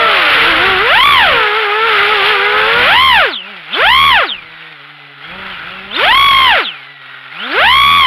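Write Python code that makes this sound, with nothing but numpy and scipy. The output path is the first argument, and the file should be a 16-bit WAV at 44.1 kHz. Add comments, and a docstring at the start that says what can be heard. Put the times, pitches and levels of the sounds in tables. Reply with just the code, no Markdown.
"""A small four-rotor drone, heard by a camera that rides on it: first a banked turn, then a climb,
then idling with throttle bursts. Each propeller sings its blade-pass tone (one cycle per passing blade)
and overtones; the motor magnets whine 14 and 28 times higher; air hisses off the blades and downwash thumps.
At full throttle the microphone overloads; a steep filter behind it dulls everything above 4 kHz."""
import sys
import numpy as np
from scipy import signal
from scipy.fft import rfft, irfft, next_fast_len
from scipy.io import wavfile
from scipy.ndimage import uniform_filter1d

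SR = 44100
rng = np.random.default_rng(int(sys.argv[2]) if len(sys.argv) > 2 else 0)


def materialize(psi):
    """Save the field psi as 16-bit PCM at rate SR to the path in sys.argv[1].

    A 1-D psi becomes a single channel; in a 2-D psi each row is a channel.
    """
    bounded = np.clip(np.atleast_2d(psi).T, -1, 1)
    quanta = np.round(bounded * 32767).astype(np.int16)
    wavfile.write(sys.argv[1], SR, quanta)


N = 355446
TIME = np.arange(N) / SR  # seconds


def undb(db):
    """Turn dB into a plain gain."""
    return 10 ** (np.asarray(db) / 20)


def unit(x):
    """Scale a signal to an RMS of 1."""
    return x / np.sqrt(np.mean(x ** 2))


def curves(table):
    """Columns of a table as curves over time, corners rounded by the inertia of the rotors."""
    seconds, *columns = np.transpose(table)
    return [uniform_filter1d(np.interp(TIME, seconds, c), SR // 40, mode="nearest") for c in columns]


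def on_log(hz, table):
    """Read dB off a table of (Hz, dB), straight lines between rows on a logarithmic pitch axis."""
    table_hz, table_db = np.array(table).T
    return np.interp(np.log(hz), np.log(table_hz), table_db)


def walk(rate):
    """Random curve with an RMS of 1: levels held for 1 / rate seconds, then smoothed twice."""
    hold = int(SR / rate)
    steps = np.repeat(rng.standard_normal(N // hold + 1), hold)
    smooth = uniform_filter1d(uniform_filter1d(steps, hold), hold)
    return unit(smooth[:N])


def ease(start_s, length_s):
    """Smooth step from 0 to 1."""
    return np.sin(np.pi / 2 * np.clip((TIME - start_s) / length_s, 0, 1)) ** 2


def span(start_s, end_s, fade_s):
    """Gain that fades in at the start and out at the end; a start at 0 is open at once."""
    rise = (TIME - start_s) / fade_s + (start_s == 0)
    fall = (end_s - TIME) / fade_s
    return np.clip(np.minimum(rise, fall), 0, 1)


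def turns(hz, wobble):
    """Phase in radians of a rotor whose speed trembles by the share `wobble`."""
    return 2 * np.pi * (rng.random() + np.cumsum(hz * (1 + wobble * walk(60))) / SR)


FAST_GLIDE_PER_S = 5.1  # change of ln(pitch) per second that counts as a full glide


def gliding(hz):
    """How fast a pitch glides, from -1 (falling fast) to 1 (rising fast)."""
    slope = uniform_filter1d(np.gradient(np.log(hz)) * SR, SR // 40)
    return np.clip(slope / FAST_GLIDE_PER_S, -1, 1)


# Nearest rotor between the bursts, trimmed by the flight controller.
# Each row: time in seconds, blade-pass rate in Hz.
TRIM_SPEED = [(0, 477.4), (.14, 401), (.27, 297.5), (.4, 287), (.49, 346.2), (.56, 311.4), (.67, 390.5),
              (.78, 365.7), (.89, 512.2), (1.1, 417), (1.39, 429), (1.5, 409.5), (1.59, 447.3),
              (1.68, 403.5), (1.86, 460.2), (1.99, 397), (2.13, 431.6), (2.22, 384), (2.31, 441.3),
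              (2.38, 387), (2.47, 414), (2.65, 435), (2.8, 488), (3.05, 165.9), (3.41, 163.4), (3.5, 210),
              (3.64, 150.9), (3.75, 149.2), (4.1, 159.4), (4.51, 159.6), (4.62, 160.4), (4.72, 157.5),
              (4.79, 139.9), (4.9, 148), (5.21, 139), (5.36, 189), (5.5, 192), (5.61, 155), (5.72, 184.6),
              (5.9, 196.8), (6.4, 133), (6.82, 133), (6.93, 143.5), (7.03, 133.3), (7.31, 133.2),
              (7.39, 178.8), (7.47, 254.4), (8.06, 270)]
# Throttle bursts. Each row: opens at (seconds), opening takes (seconds), closes at (seconds),
# closing takes (seconds), blade-pass rate aimed at when open (Hz), the same when closing starts (Hz),
# neighbour's speed as a share of the nearest rotor's once open, its share at the end,
# neighbour's level against the nearest rotor in dB, time the neighbour has faded back (seconds).
THROTTLE_BURSTS = [(.86, .085, 1.05, .29, 990, 1165, 1.03, 1.17, -3, 1.475),
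                   (2.775, .177, 3.02, .325, 1075, 1090, 1.09, 1.05, -6, 3.28),
                   (3.658, .26, 4.04, .24, 1090, 1120, 1.045, 1.065, -5, 4.27),
                   (5.876, .275, 6.41, .235, 1165, 1060, 1.035, 1.085, -6, 6.62),
                   (7.455, .25, 7.94, .34, 1105, 1132, 1.07, 1.062, -5, 8.2)]
ROTOR_LAG_S = .045
FAINT_DB, FAINT_SHARE = -17.5, 1.07  # neighbour's level outside bursts, its speed share before the first
FAINT_FADE_S, SHARE_HUNT = .04, .008  # the hunt is a random drift of the share


def throttle():
    """Speed of the nearest rotor, lagging behind the stick; in a burst its faster neighbour is heard apart."""
    trim_hz, = curves(TRIM_SPEED)
    keep = np.exp(-1 / (ROTOR_LAG_S * SR))
    hz, share, twin_db = trim_hz, FAINT_SHARE, FAINT_DB
    for (opens, opening, closes, closing, open_hz, close_hz,
         first_share, last_share, apart_db, faded) in THROTTLE_BURSTS:
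        opened = ease(opens, opening)
        stick = np.minimum(opened, 1 - ease(closes, closing))
        lagging_stick = signal.lfilter([1 - keep], [1, -keep], stick)
        full_hz = np.interp(TIME, [opens + opening, closes], [open_hz, close_hz])
        hz = hz + (full_hz - trim_hz) * lagging_stick

        burst_share = np.interp(TIME, [opens + opening, faded], [first_share, last_share])
        share = np.where(TIME > opens, burst_share, share)
        apart = opened - ease(faded - FAINT_FADE_S, FAINT_FADE_S)
        twin_db = twin_db + (apart_db - FAINT_DB) * apart
    share = uniform_filter1d(share, SR // 40) + SHARE_HUNT * walk(12)
    return hz, share, twin_db


# Strength of the blade tone and its overtones, before the housing colours them.
# Each row: multiple of the blade-pass rate, level in dB.
BLADE_OVERTONES = [(1, 5), (2, -1.5), (3, -2.5), (4, -7), (5, -6), (6, -12.5), (7, -27.5)]
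# How the housing colours the overtones. Each row: pitch in Hz, level in dB.
HOUSING = [(100, -14), (900, -1.5), (1350, 7), (1700, 3), (2050, 0.0), (2250, -2.5), (3300, 4.5),
           (6000, -51)]


def blades(hz, wobble, flutter_db, edge_db=0):
    """Blade-pass tone and overtones; turbulence flutters the higher ones; a rotor seen edge-on is richer."""
    phase = turns(hz, wobble)
    shake_db = flutter_db / (1 + (hz / 800) ** 4)  # at full throttle the blades bite clean air
    tone = 0
    for k, db in BLADE_OVERTONES:
        lift_db = on_log(k * hz, HOUSING) - on_log(hz, HOUSING) + edge_db * (k > 1)
        dip_db = shake_db * (k - 1.0) * np.abs(walk(35))
        tone = tone + np.sqrt(2) * undb(db + lift_db - dip_db) * np.sin(k * phase + 1.263 * k * k)
    return tone


# Faster blades sing louder. Each row: blade-pass rate in Hz, tone level in dB before air and load change it.
TONE_BY_SPEED = [(130, -47.5), (200, -35.5), (300, -25), (420, -16.5), (700, -8), (900, -2), (1050, 2.5),
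                 (1130, 12)]
LOAD_TONE_DB = 0.5  # louder at a full rising glide, softer at a falling one


def near_rotors(hz, share, twin_db, air_tone_db):
    """The nearest propeller and its neighbour, louder with speed and while speeding up."""
    level = undb(on_log(hz, TONE_BY_SPEED) + air_tone_db + LOAD_TONE_DB * gliding(hz))
    nearest = blades(hz, 0.003904, 4.15)
    neighbour = blades(hz * share, 0.00393, 4.7, edge_db=1.0)
    return level * (nearest + undb(twin_db) * neighbour)


# The two far rotors work harder in the turn and the climb, one table for each.
# Each row: time in seconds, blade-pass rate in Hz, tone level in dB before the overtone levels.
OUTER_ROTOR = [(0, 613, -17.5), (.1, 593, -23.5), (.3, 466, -28), (.4, 442.5, -27), (.53, 554, -24),
               (.7, 434, -26), (.85, 452, -52), (1.45, 482, -29), (1.8, 528.5, -57), (2.1, 501.6, -33),
               (2.2, 542, -31), (2.3, 485, -29.5), (2.5, 491.4, -24), (2.7, 552, -23.5), (2.8, 590, -25),
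               (2.9, 800, -32)]
BANKED_ROTOR = [(0.0, 680, -17), (0.159, 648.6, -24), (0.328, 564, -23), (0.41, 441.2, -23.5),
                (0.482, 465, -18), (0.55, 465, -44)]


def far_rotors():
    """The two far propellers, heard apart at their own pitches until they fade out."""
    sound = 0
    for table in (OUTER_ROTOR, BANKED_ROTOR):
        hz, db = curves(table)
        sound = sound + span(table[0][0], table[-1][0], 0.095) * undb(db) * blades(hz, 0.00594, 3.5)
    return sound


POLES = 14  # magnet whine as a multiple of the blade-pass rate
WHINE_DB, WHINE_TOP_HZ = -41, 5800  # the whine fades above the top
SQUEAL_HZ, SQUEAL_OCTAVES = 3500, .55  # a gliding whine is loudest near a ring of the frame
SPIN_UP_DB, SPIN_DOWN_DB = 14.5, 21  # squeal at a full glide right on the ring
COASTING_ROUGH = .4  # a falling glide thickens the whine this much as a rising one


def magnets(hz, db):
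    """Motor whine with its octave; in a fast glide it squeals, the motors drift apart and it thickens."""
    rate = gliding(hz)
    glide = np.maximum(rate, -COASTING_ROUGH * rate)
    ring = np.exp(-(np.log2(hz / SQUEAL_HZ) / SQUEAL_OCTAVES) ** 2)
    squeal = undb(np.maximum(SPIN_UP_DB * rate, -SPIN_DOWN_DB * rate) * ring)
    bundle = 0
    for side, side_db in ((0, -7.5), (-1.1, -8.5), (1, 3)):
        phase = turns(hz * (1 + .1 * side * glide), .002 + .025 * glide)
        octave = undb(-2) * np.sin(2 * phase) / (1 + (hz / 2450) ** 12)
        presence = glide if side else 1  # side strands sound only in a glide
        rough = undb(side_db + 7.42 * glide * walk(250))
        bundle = bundle + presence * rough * (squeal * np.sin(phase) + octave)
    return np.sqrt(2) * undb(db) * bundle / (1 + (hz / WHINE_TOP_HZ) ** 12)


# Another motor heard apart while it settles to a new speed. 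Each row: start in seconds, length in seconds,
# whine from (Hz), whine towards (Hz), time constant in seconds, level in dB before squeal and strand levels.
SETTLING_MOTORS = [(3.27, 0.29, 5880, 1955, 0.096, -36.5), (3.525, .17, 2808, 2010, .06, -49),
                   (3.73, 0.1, 2660, 3560, .03, -30), (4.24, 0.53, 5686, 1843, 0.077, -36.5),
                   (5.22, 0.3, 3014, 3372, 0.036, -38), (5.5, 0.118, 3330, 2550, .06, -35.5),
                   (4.948, 0.294, 2134, 3310, 0.54, -63), (5.7, .14, 2985, 2266, 0.14, -36),
                   (5.948, 0.088, 2950, 3670, 0.032, -29), (6.6, 0.66, 5600, 1895, 0.08, -37),
                   (6.92, 0.22, 2310, 1954, 0.14, -56), (7.324, 0.06, 1504, 3010, 0.067, -57)]


def settling():
    """Each motor's whine closes in on its new pitch, fast at first."""
    sound = 0
    for start, length, from_hz, to_hz, lag, db in SETTLING_MOTORS:
        hz = to_hz + (from_hz - to_hz) * np.exp(-np.maximum(TIME - start, 0) / lag)
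        sound = sound + span(start, start + length, 0.028) * magnets(hz, db)
    return sound


def band(x, hz, width):
    """Resonance with gain 1 at the centre."""
    return signal.lfilter(*signal.iirpeak(hz, hz / width, SR), x)


# Rings of the camera body. Each row: centre in Hz, width in Hz, level in dB around which it wanders.
BODY_RINGS = [(800, 39, 4.5), (1385, 200, 9.5), (1998, 86, 0), (2820, 233, -11), (3420, 1200, -16)]


def airflow(hz):
    """Turbulence chopped once a blade pass, ringing the camera body, over a broad hiss."""
    chop = 1 + 0.15 * np.sin(turns(hz, 0.00444))

    def grit():
        return rng.standard_normal(N) * chop * undb(1.8 * walk(500))

    body = sum(undb(db + 2.2 * walk(12)) * band(grit(), ring_hz, width) for ring_hz, width, db in BODY_RINGS)
    broad = signal.lfilter(*signal.butter(2, [700, 4500], "band", fs=SR), grit())
    return unit(unit(body) + undb(0.5) * unit(broad))


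# Hiss changes with speed. Each row: blade-pass rate in Hz, hiss level in dB before air, gusts and load.
HISS_BY_SPEED = [(135, -36), (200, -32), (300, -22.5), (420, -15.5), (700, -13.5), (1050, -14.5),
                 (1130, -6)]
GUST_DB, GUSTS_PER_S = 1.5, 9
LOAD_HISS_DB = 2  # louder at a full rising glide, softer at a falling one


def hiss(hz, air_hiss_db):
    """Air hissing off the blades, set by rotor speed, the air, gusts and load."""
    gust_db = GUST_DB * walk(GUSTS_PER_S)
    level_db = on_log(hz, HISS_BY_SPEED) + air_hiss_db + gust_db + LOAD_HISS_DB * gliding(hz)
    return undb(level_db) * airflow(hz)


def buffet():
    """Downwash thumps on the microphone: low noise of uneven strength."""
    low = signal.lfilter(*signal.butter(1, 130, fs=SR), rng.standard_normal(N))
    return unit(low * undb(3.2 * walk(11)))


# The air that the drone flies through. Each row: time in seconds, hiss in dB above its speed law,
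# near rotors' tone in dB above its speed law, downwash rumble level in dB.
AIR_ALONG_THE_WAY = [(0, 3, -3, -55), (.32, 19, -6, -34), (.5, 11.5, 1, -17), (.78, 4.5, 0.5, -20),
                     (.88, 3.5, -3, -27), (1.15, 7.5, -6, -28), (1.38, 7, -3, -18), (1.5, 1, -4.5, -47),
                     (1.82, 0, -3, -68), (2.0, 6, -2, -59), (2.65, 5.5, -2.5, -30), (2.88, 6.5, -5, -13),
                     (3.2, 7.5, -0.5, -32), (3.4, 0, -8, -59), (3.9, 3, -2, -50), (4.4, 1.5, -8.5, -42),
                     (5.0, 0, -3, -74), (5.4, 4.5, -1.5, -32), (5.9, 3.5, -3.5, -37), (6.4, 6, -5, -40),
                     (6.8, 2.5, -5, -76), (7.3, 3, -4, -69), (7.6, 0.5, -1.5, -36), (8.06, 1.5, -8.5, -51)]


def scene():
    """Add up the rotors, the motor whine, the hiss and the downwash."""
    hz, share, twin_db = throttle()
    air_hiss_db, air_tone_db, buffet_db = curves(AIR_ALONG_THE_WAY)
    sound = near_rotors(hz, share, twin_db, air_tone_db)
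    sound += far_rotors()
    sound += magnets(POLES * hz, WHINE_DB)
    sound += settling()
    sound += hiss(hz, air_hiss_db)
    sound += undb(buffet_db) * buffet()
    return sound[None]


def knee(x, top, order):
    """Clipping with a round knee, the shorter the higher the order."""
    return x / (1 + (x / top) ** order) ** (1 / order)


# Filter after the overloaded stage. Each row: pitch in Hz, gain in dB.
MICROPHONE_FILTER = [(20, -8.5), (100, -6.5), (300, -5.5), (1200, -2.37), (2300, 4), (3450, 1.5),
                     (3800, -4.5), (4600, -12), (5600, -23.5), (6000, -38.5), (7000, -29), (7700, -36),
                     (8000, -76), (8300, -29), (10500, -12), (13000, -14), (15400, -16)]
CLIP, CEILING = .56, .98  # largest swing of the microphone stage and of the converter
TOP_HZ = 15450  # a steep low-pass removes what lies above


def record(dry):
    """The microphone stage clips, a filter without delay follows, and the converter has its own ceiling."""
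    size = next_fast_len(N + SR // 10)
    bin_hz = np.maximum(np.arange(size // 2 + 1) * SR / size, 1)
    gain = undb(on_log(bin_hz, MICROPHONE_FILTER))
    overloaded = knee(dry, CLIP, order=8)
    filtered = irfft(rfft(overloaded, size) * gain, size)[:, :N]
    out = knee(filtered, CEILING, order=24)
    return signal.sosfilt(signal.ellip(8, .2, 70, TOP_HZ, fs=SR, output="sos"), out)


dry = scene()
out = record(dry)
materialize(out)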